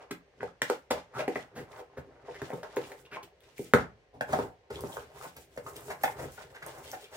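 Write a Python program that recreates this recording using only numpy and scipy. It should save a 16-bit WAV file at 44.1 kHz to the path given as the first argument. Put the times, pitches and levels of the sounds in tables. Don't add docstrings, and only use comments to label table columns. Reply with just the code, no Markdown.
import sys
import numpy as np
from scipy import signal
from scipy.fft import rfft, irfft
from scipy.io import wavfile

SR = 44100
rng = np.random.default_rng(int(sys.argv[2]) if len(sys.argv) > 2 else 0)


def transcribe(signal):
    frames = np.atleast_2d(signal).T
    limited = np.clip(frames, -1, 1)
    pcm = np.round(limited * 32767).astype(np.int16)
    wavfile.write(sys.argv[1], SR, pcm)


N = 315800

# start in seconds, level in dB before mixing, ring of the struck panel in Hz,
# stiff edges in dB, crack in dB, table thud in dB (these three set against the body of the blow),
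# time until the press is hardest in ms, centre of the edge ring in Hz.
KNOCKS = [(0.107, -30.5, 415, 7.5, -2.5, -5, 3.85, 1650), (0.428, -24.5, 472, -8, -23, -24, 2.15, 1490),
          (0.617, -17.5, 1780, -5, -3, -21.5, 1.37, 2470), (0.698, -16.5, 490, -6, -10.5, -26, 1.28, 1380),
          (0.903, -17, 556, -7, -9, -15.5, 6.1, 1500), (1.277, -21, 497, -13, -16.5, -44, 2.77, 1820),
          (1.355, -22.5, 490, -2, -21, -27, 3.3, 1750), (2.416, -28.5, 415, -3.5, -12.5, -8.5, 1.57, 1580),
          (2.502, -30, 580, -16, -27, -27, 1.6, 1600), (2.531, -30, 436, -24, -18, -6.5, 1.4, 1600),
          (2.63, -34, 634, 0, -9, -21, 1.8, 1390), (2.765, -23, 458, -7.5, -12, -15, 3.24, 1630),
          (2.915, -38.5, 550, -8, -7, -39, 3.3, 1790), (3.592, -35.5, 400, -26, -12.5, 2, 1.57, 1600),
          (3.736, -5, 453, 2, -13, -12, 0.73, 1405), (4.208, -18, 850, -2.5, -15.5, -20, 1.64, 1680),
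          (4.327, -17.5, 670, -2, -16, -13.5, 5.5, 1270), (4.387, -20, 370, -14, -20, -22, 1.75, 1510),
          (4.7, -32, 554, -12.5, -12.5, -16, 5.34, 1300), (4.836, -28.5, 530, -23, -26, -4.5, 1.37, 1390),
          (4.967, -26.5, 1190, -10, -18, -23, 1.9, 1500), (5.573, -29.5, 518, 0.5, -12.5, -13, 2.49, 1530),
          (6.034, -15, 720, -2.5, -14, -50, 4.84, 1526), (6.075, -25.5, 950, 5.5, -33, -47, 3.3, 1750),
          (6.376, -38.5, 870, 5, -29, -20, 5, 1420)]
SCUFFS = [(0.404, -33.5, 1530, 3, -39, -13, 2.85), (1.129, -35, 1400, -26, -15, -8, 41),
          (1.185, -30, 600, 0, -15, -18, 10.2), (1.545, -37, 490, -3.5, -10, -10, 30),
          (1.965, -35, 496, -5.5, -18, -4, 12.6), (2.278, -34.5, 480, -21, -36, -23, 9.4),
          (3.109, -38, 1520, -5, -33, -9.5, 20), (3.224, -57, 840, -18, 12.5, 8, 6.5),
          (4.125, -49, 804, -26.5, -18, 0, 23), (4.295, -43, 530, -6, -4, -16, 9.7),
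          (5.36, -46.5, 504, 1, 0.5, -23, 7.6), (5.661, -35, 1190, -14, -12, -38, 5.2),
          (5.754, -46, 330, -19, 3.5, -23, 7.2), (5.895, -30, 606, -3.5, -10.5, -24, 11.8),
          (6.188, -33.5, 560, -3, -12, -30, 7.1), (6.543, -43, 970, 3, -8, -31, 7.1),
          (6.62, -38, 665, 14, -8, -15, 6), (6.923, -34.5, 723, -3.5, -18, -16, 12),
          (7.114, -43.5, 640, -6, -3, -37, 40)]
RIMS_HZ = 1600


def knocks():
    return contacts(KNOCKS) + contacts([(*row, RIMS_HZ) for row in SCUFFS])


# pitch in Hz, strength in dB.
BOX = [(420, -7.5), (535, 7.5), (690, 0.5), (810, 5.5), (1080, -4.5)]
# pitch in Hz, strength in dB.
RIMS = [(1600, 3.5), (2500, -14.5)]
# pitch in Hz, strength in dB, time to die by 60 dB in seconds.
TABLE = [(119.5, 0, 0.035), (157.5, 1, 0.032), (310, 1, 0.023)]
# frequency in Hz, strength in dB per Hz.
RASP = [(1500, 2.5), (2200, 0), (3500, -2.5), (6500, -8.5), (9000, -15.5)]
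# frequency in Hz, strength in dB per Hz.
HISS = [(5000, -6), (8000, -4.5), (11000, -11.5), (16000, -10.5)]


def contacts(events, box_cycles=5.0, rim_cycles=6.8, box_db=-5, edge_db_per_octave=2.5, hiss_db=-5):
    out, t = np.zeros(N), np.arange(int(.17 * SR)) / SR
    scatter_db, bend, snap_ms = 2.5, .06, 1.6
    panel_cycles, shortest_s = 7, .008
    for s, db, hz, rims_db, crack_db, thud_db, contact_ms, rims_hz in events:
        u = t / (min(contact_ms, 40) / 1000)
        press = u ** 2 * np.exp(-2 * u)
        white = rng.standard_normal((4, len(t)))

        slips = press * white[0]
        slips[np.argmax(press)] += snap_ms / contact_ms * np.sqrt(np.sum(press ** 2))

        panel = rings([(hz, 0, max(panel_cycles / hz, shortest_s))], t, 0)
        bent = t * np.exp(bend * white[3, 0])
        faces = rings(struck(BOX, box_cycles), bent, scatter_db)
        faces_db = box_db - edge_db_per_octave * np.log2(hz / BOX[1][0])
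        edges = rings(struck(RIMS, rim_cycles), t * rims_hz / RIMS_HZ, scatter_db)
        body = panel + amp(faces_db) * faces + amp(rims_db) * edges
        body = signal.fftconvolve(body, slips)[:len(t)]

        thud = rings(TABLE, t * np.exp(2 * bend * white[3, 1]), scatter_db)
        thud = signal.fftconvolve(thud, slips)[:len(t)]

        fade = signal.lfilter([1], [1, -amp(-60 / (0.014 * SR))], press)
        grit = colour(white[1], RASP) + amp(hiss_db) * colour(white[2], HISS)
        crack = fade / fade.max() * grit / 3

        blow = body / np.abs(body).max() + amp(thud_db) * thud / np.abs(thud).max()
        add(out, s, amp(db) * (blow + amp(crack_db) * crack))
    return out


# start in seconds, hold in seconds, then the levels in dB
STROKES = [(0.0, 0.016, -50, -67, -100, -74), (0.423, 0.028, -61, -58.5, -95, -56),
           (0.667, 0.067, -83, -53.5, -63, -90), (0.937, 0.032, -50, -52, -96, -52.5),
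           (1.19, 0.0035, -39, -46, -86, -49), (1.308, 0.097, -58, -58.5, -68, -60),
           (1.544, 0.077, -58.5, -96, -84, -55.5), (1.72, 0.065, -54, -62.5, -69.5, -59.5),
           (1.94, 0.29, -66.5, -82, -100, -68.5), (2.284, 0.14, -57.5, -62.5, -90, -60.5),
           (2.425, 0.16, -57, -63.5, -69, -68), (2.638, 0.14, -57.5, -62.5, -82, -61),
           (2.821, 0.038, -52.5, -59.5, -64, -56), (2.888, 0.11, -65.5, -67, -65, -71.5),
           (3.148, 0.02, -53, -68, -85, -78), (3.435, 0.15, -92, -70, -79, -71),
           (3.589, 0.081, -103, -61.5, -57.5, -64), (3.781, 0.0075, -37, -51.5, -86, -40),
           (4.306, 0.11, -45.5, -55, -57, -43), (4.735, 0.13, -55.5, -55.5, -61, -49.5),
           (4.933, 0.0087, -53.5, -60, -50.5, -55.5), (5, 0.033, -64, -63.5, -69, -61),
           (5.156, 0.12, -58, -60, -59.5, -63), (5.37, 0.057, -76, -66.5, -67, -64.5),
           (5.53, 0.054, -70, -67.5, -71, -66), (5.674, 0.012, -51.5, -64, -52.5, -59),
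           (5.764, 0.16, -57, -63.5, -58, -57), (6.018, 0.089, -58.5, -58, -58.5, -58),
           (6.19, 0.046, -49.5, -56.5, -55.5, -49), (6.31, 0.12, -64.5, -62, -63, -76),
           (6.432, 0.16, -67.5, -76, -74, -73), (6.657, 0.036, -46.5, -55, -61, -61.5),
           (6.752, 0.038, -50.5, -67, -62.5, -62.5), (6.848, 0.1, -65.5, -57, -56, -72),
           (7.004, 0.023, -70, -58.5, -66, -74), (7.145, 0.04, -50, -54.5, -56, -69)]
# the levels in dB before mixing of card, rasp, hiss and rumble.
RESTING_DB = [-78, -104.5, -105, -78]
RISE_DB_PER_S, FALL_DB_PER_S = 431.5, 306
FOLLOWS_S = .06


def strokes():
    t, out = np.arange(N) / SR, amp(RESTING_DB)[:, None]
    for s, hold_s, *levels_db in STROKES:
        rise_db = RISE_DB_PER_S * np.maximum(s - t, 0)
        fall_db = FALL_DB_PER_S * np.maximum(t - s - hold_s, 0)
        hits = [hit for hit, *_ in KNOCKS if s - FOLLOWS_S < hit <= s]
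        begun = t >= max(hits, default=0)
        out = out + amp(levels_db)[:, None] * amp(-rise_db - fall_db) * begun
    return out


# frequency in Hz, strength in dB per Hz.
CARD = [(200, -29.5), (300, -12.5), (550, -1), (800, -4), (1800, -13), (2600, -23.5), (4000, -37.5)]
# frequency in Hz, strength in dB per Hz.
RUMBLE = [(40, -1), (80, -5.5), (150, -4.5), (210, -16), (400, -3.5)]
LAID_DOWN_S, BOOM_HZ = 4.2, 73


def rubbing(crackle_db=-2, boom_db=-5.0):
    on_card, on_rasp, on_hiss, on_table = strokes()
    card = colour(friction(1500, 3.5, 4, 25), CARD)

    rumble = colour(friction(600, 3, 3, 8), RUMBLE)
    lying = np.arange(N) / SR > LAID_DOWN_S
    rumble = rumble + lying * amp(boom_db) * rms_one(ring(rumble, BOOM_HZ, 3.9))

    rasp = colour(np.array([friction(3500, 3.5, 4.5, 30) for side in "LR"]), RASP)
    hiss = colour(np.array([friction(6000, 3.5, 4, 25) for side in "LR"]), HISS)

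    creases = friction(120, 5, 5, 10)
    panels_hz = np.geomspace(350, 2600, 12)
    dealt = rng.integers(0, len(panels_hz), N)
    crackle = sum(ring(creases * (dealt == k), hz, 14) for k, hz in enumerate(panels_hz))
    card = card + amp(crackle_db) * colour(crackle, CARD)
    return on_card * card + on_table * rumble, on_rasp * rasp + on_hiss * hiss


def friction(per_s, spread_db, clump_db, clump_hz):
    r = np.exp(-2 * np.pi * clump_hz / SR)
    clump = rms_one(signal.lfilter([1], [1, -2 * r, r * r], rng.standard_normal(N)))
    size_db = spread_db * np.minimum(rng.exponential(1, N), 5) + clump_db * clump
    clicks = amp(size_db) * rng.choice([-1, 1], N)
    return clicks * (rng.random(N) < per_s / SR)


# start in seconds, length in seconds,
# average (rms) level in dB before mixing, taken with the ring-out, and pitch of the ringing part in Hz.
SCRAPES_AND_BUMPS = [(1.175, 0.046, -50, 2410), (1.579, 0.022, -58.5, 1900), (1.793, 0.015, -50.5, 500),
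                     (2.336, 0.044, -58, 1790), (2.823, 0.025, -60.5, 2530), (3.047, 0.024, -64.5, 2650),
                     (3.11, 0.063, -54.5, 2340), (4.755, 0.0081, -50, 3250), (4.92, 0.016, -57, 3180),
                     (5.09, 0.035, -63, 620), (5.256, 0.019, -61, 190), (5.559, 0.0097, -59.5, 613),
                     (5.88, 0.009, -46, 420), (6.536, 0.068, -59.5, 1660), (6.85, 0.07, -63, 3320),
                     (7.004, 0.057, -64, 3300), (7.036, 0.033, -68, 2400)]


def scrapes_and_bumps():
    out, slips = np.zeros(N), friction(2500, 4, 2.5, 60)
    for s, length_s, db, hz in SCRAPES_AND_BUMPS:
        n = int(length_s * SR)
        burst = slips[int(s * SR):][:n] * np.sqrt(np.hanning(n))
        ringing = ring(np.pad(burst, (0, n)), hz, cycles=11)
        add(out, s, amp(db) * rms_one(ringing))
    return out


# start in seconds, level of the ring in dB before mixing,
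# pitch in Hz.
TICKS = [(2.763, -38.5, 6460), (3.238, -48, 3020), (3.406, -55.5, 3470), (3.581, -40.5, 2300),
         (4.326, -35, 6400), (4.808, -34.5, 9300), (4.873, -44, 5950), (5.367, -40.5, 12000),
         (5.565, -49, 7200), (5.766, -34, 8550), (5.808, -41, 14000), (5.905, -42, 8000),
         (6.035, -20.5, 13700), (6.664, -32, 9050), (6.916, -31, 6050)]


def ticks(cycles=22.0, click_db=-6):
    out, t = np.zeros(N), np.arange(int(.02 * SR)) / SR
    for s, db, hz in TICKS:
        click = np.diff(rng.standard_normal(len(t) + 1)) * amp(-60 * t / 0.0089)
        snap = rings([(hz, 0, cycles / hz)], t, 0) + amp(click_db) * click
        add(out, s, amp(db) * snap)
    return out


# frequency in Hz, time to die by 60 dB in seconds, strength in dB.
ROOM = [(99, 0.42, -5.5), (403, 0.15, 5), (1440, 0.25, 0.5), (4340, 0.15, 2), (13250, 0.17, -1)]
ECHO_MS, ECHO_HZ = 7.6, 2500
ECHO_DB = [-12, -11]


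def room(x, wet_db=-3, first_s=0.0033, build_s=0.0021):
    t = np.arange(SR // 2) / SR
    tail = diffuse(len(t), lambda hz: amp(at_hz(ROOM, hz, axis=2) - 60 * t / at_hz(ROOM, hz)))
    tail = tail * np.clip((t - first_s) / build_s, 0, 1)
    tail = amp(wet_db) * tail / np.sqrt(np.sum(tail ** 2) / 2)
    bounce = np.arange(len(t)) == int(ECHO_MS * SR / 1000)
    wall = signal.lfilter(*signal.butter(1, ECHO_HZ, fs=SR), bounce)
    response = tail + amp(ECHO_DB)[:, None] * wall
    return signal.fftconvolve(x[None], response, axes=1)[:, :N]


# frequency in Hz, strength in dB per Hz.
AIR = [(40, 16.5), (136, -6), (307, -10.5), (530, 7.5), (1170, -26), (1700, -5), (3000, -12), (7000, -21.5),
       (9000, -41.5)]
AIR_DB = -65


def room_air():
    return amp(AIR_DB) * rms_one(diffuse(N, lambda hz: amp(at_hz(AIR, hz))))


# frequency in Hz, likeness from 0 to 1.
LIKENESS = [(100, 0.87), (400, 0.83), (1000, 0.036), (2500, 0.027), (8000, 0.099), (14000, 1)]
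EDGES = 35 * 2 ** np.arange(0, 9.1, .5)
CENTRES = np.sqrt(EDGES[1:] * EDGES[:-1])


def diffuse(length, gain):
    out, white = 0, rng.standard_normal((2, 2, length))
    for k, hz in enumerate(CENTRES):
        mid, side = band(white[k % 2], k) * gain(hz)
        alike = np.clip(at_hz(LIKENESS, hz), -1, 1)
        out = out + np.sqrt(1 + alike) * mid + np.sqrt(1 - alike) * side * [[1], [-1]]
    return out


def band(x, k):
    return signal.sosfilt(signal.butter(2, EDGES[k:k + 2], "band", fs=SR, output="sos"), x)


def amp(db):
    return 10 ** (np.asarray(db) / 20)


def rms_one(x):
    return x / np.sqrt(np.mean(x ** 2) + 1e-20)


def at_hz(points, hz, axis=1):
    points = np.array(points)
    return np.interp(np.log(hz), np.log(points[:, 0]), points[:, axis])


def colour(x, spectrum):
    hz = np.maximum(np.fft.rfftfreq(x.shape[-1], 1 / SR), 1)
    low, high = spectrum[0][0], spectrum[-1][0]
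    skirt = 1 / (1 + (low / hz) ** 4) / (1 + (hz / high / 1.3) ** 8)
    return rms_one(irfft(rfft(x) * amp(at_hz(spectrum, hz)) * skirt, x.shape[-1]))


def struck(modes, cycles):
    return [(hz, db, cycles / hz) for hz, db in modes]


def rings(modes, t, scatter_db):
    hz, db, t60 = np.transpose(modes)[:, :, None]
    sign = (-1) ** np.arange(len(modes))[:, None]
    size = sign * amp(db + scatter_db * rng.standard_normal(db.shape))
    swell_and_die = (1 - np.exp(-2 * hz * t)) * amp(-60 * t / t60)
    x = np.sum(size * swell_and_die * np.sin(2 * np.pi * hz * t), axis=0)
    return x / np.abs(x).max()


def ring(clicks, hz, cycles):
    r = amp(-60 * hz / cycles / SR)
    poles = [1, -2 * r * np.cos(2 * np.pi * hz / SR), r * r]
    return signal.lfilter([1 - r, 0, r - 1], poles, clicks + 1e-18)


def add(out, s, x):
    i = int(s * SR)
    out[i:i + len(x)] += x[:N - i]


# time in seconds, how much later the left side hears it in ms.
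LEFT_LAG = [(0, 0.085), (3.9, 0.07), (4.1, 0.2), (7.16, 0.14)]


def scene():
    body, surface = rubbing()
    box = knocks() + ticks() + scrapes_and_bumps() + body
    lag = np.interp(np.arange(N) / SR, *np.transpose(LEFT_LAG)) * SR / 1000
    late = box[np.maximum(np.arange(N) - np.round(lag).astype(int), 0)]
    direct = np.array([late * amp(2.0), box * amp(1.5)]) + surface
    return direct + room(box + surface[0]) + room_air()


CUTOFF_HZ = 16800


def record(dry, open_db=-75, depth_db=16, knee_db=10.0, split_hz=2200, release_s=0.023, bass_hz=60):
    low = signal.sosfiltfilt(signal.butter(2, split_hz, fs=SR, output="sos"), dry)
    high = dry - low
    r = np.exp(-1 / (release_s * SR))
    power = signal.lfilter([1 - r], [1, -r], np.mean(high ** 2, axis=0))
    level_db = 10 * np.log10(power + 1e-14)
    shut = np.clip((open_db - level_db) / knee_db, 0, 1)
    ducked = low + high * amp(-depth_db * shut)
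    out = signal.sosfilt(signal.butter(4, bass_hz, "high", fs=SR, output="sos"), ducked)
    return signal.sosfilt(signal.cheby2(14, 70, CUTOFF_HZ, fs=SR, output="sos"), out)


dry = scene()
out = record(dry)
transcribe(out)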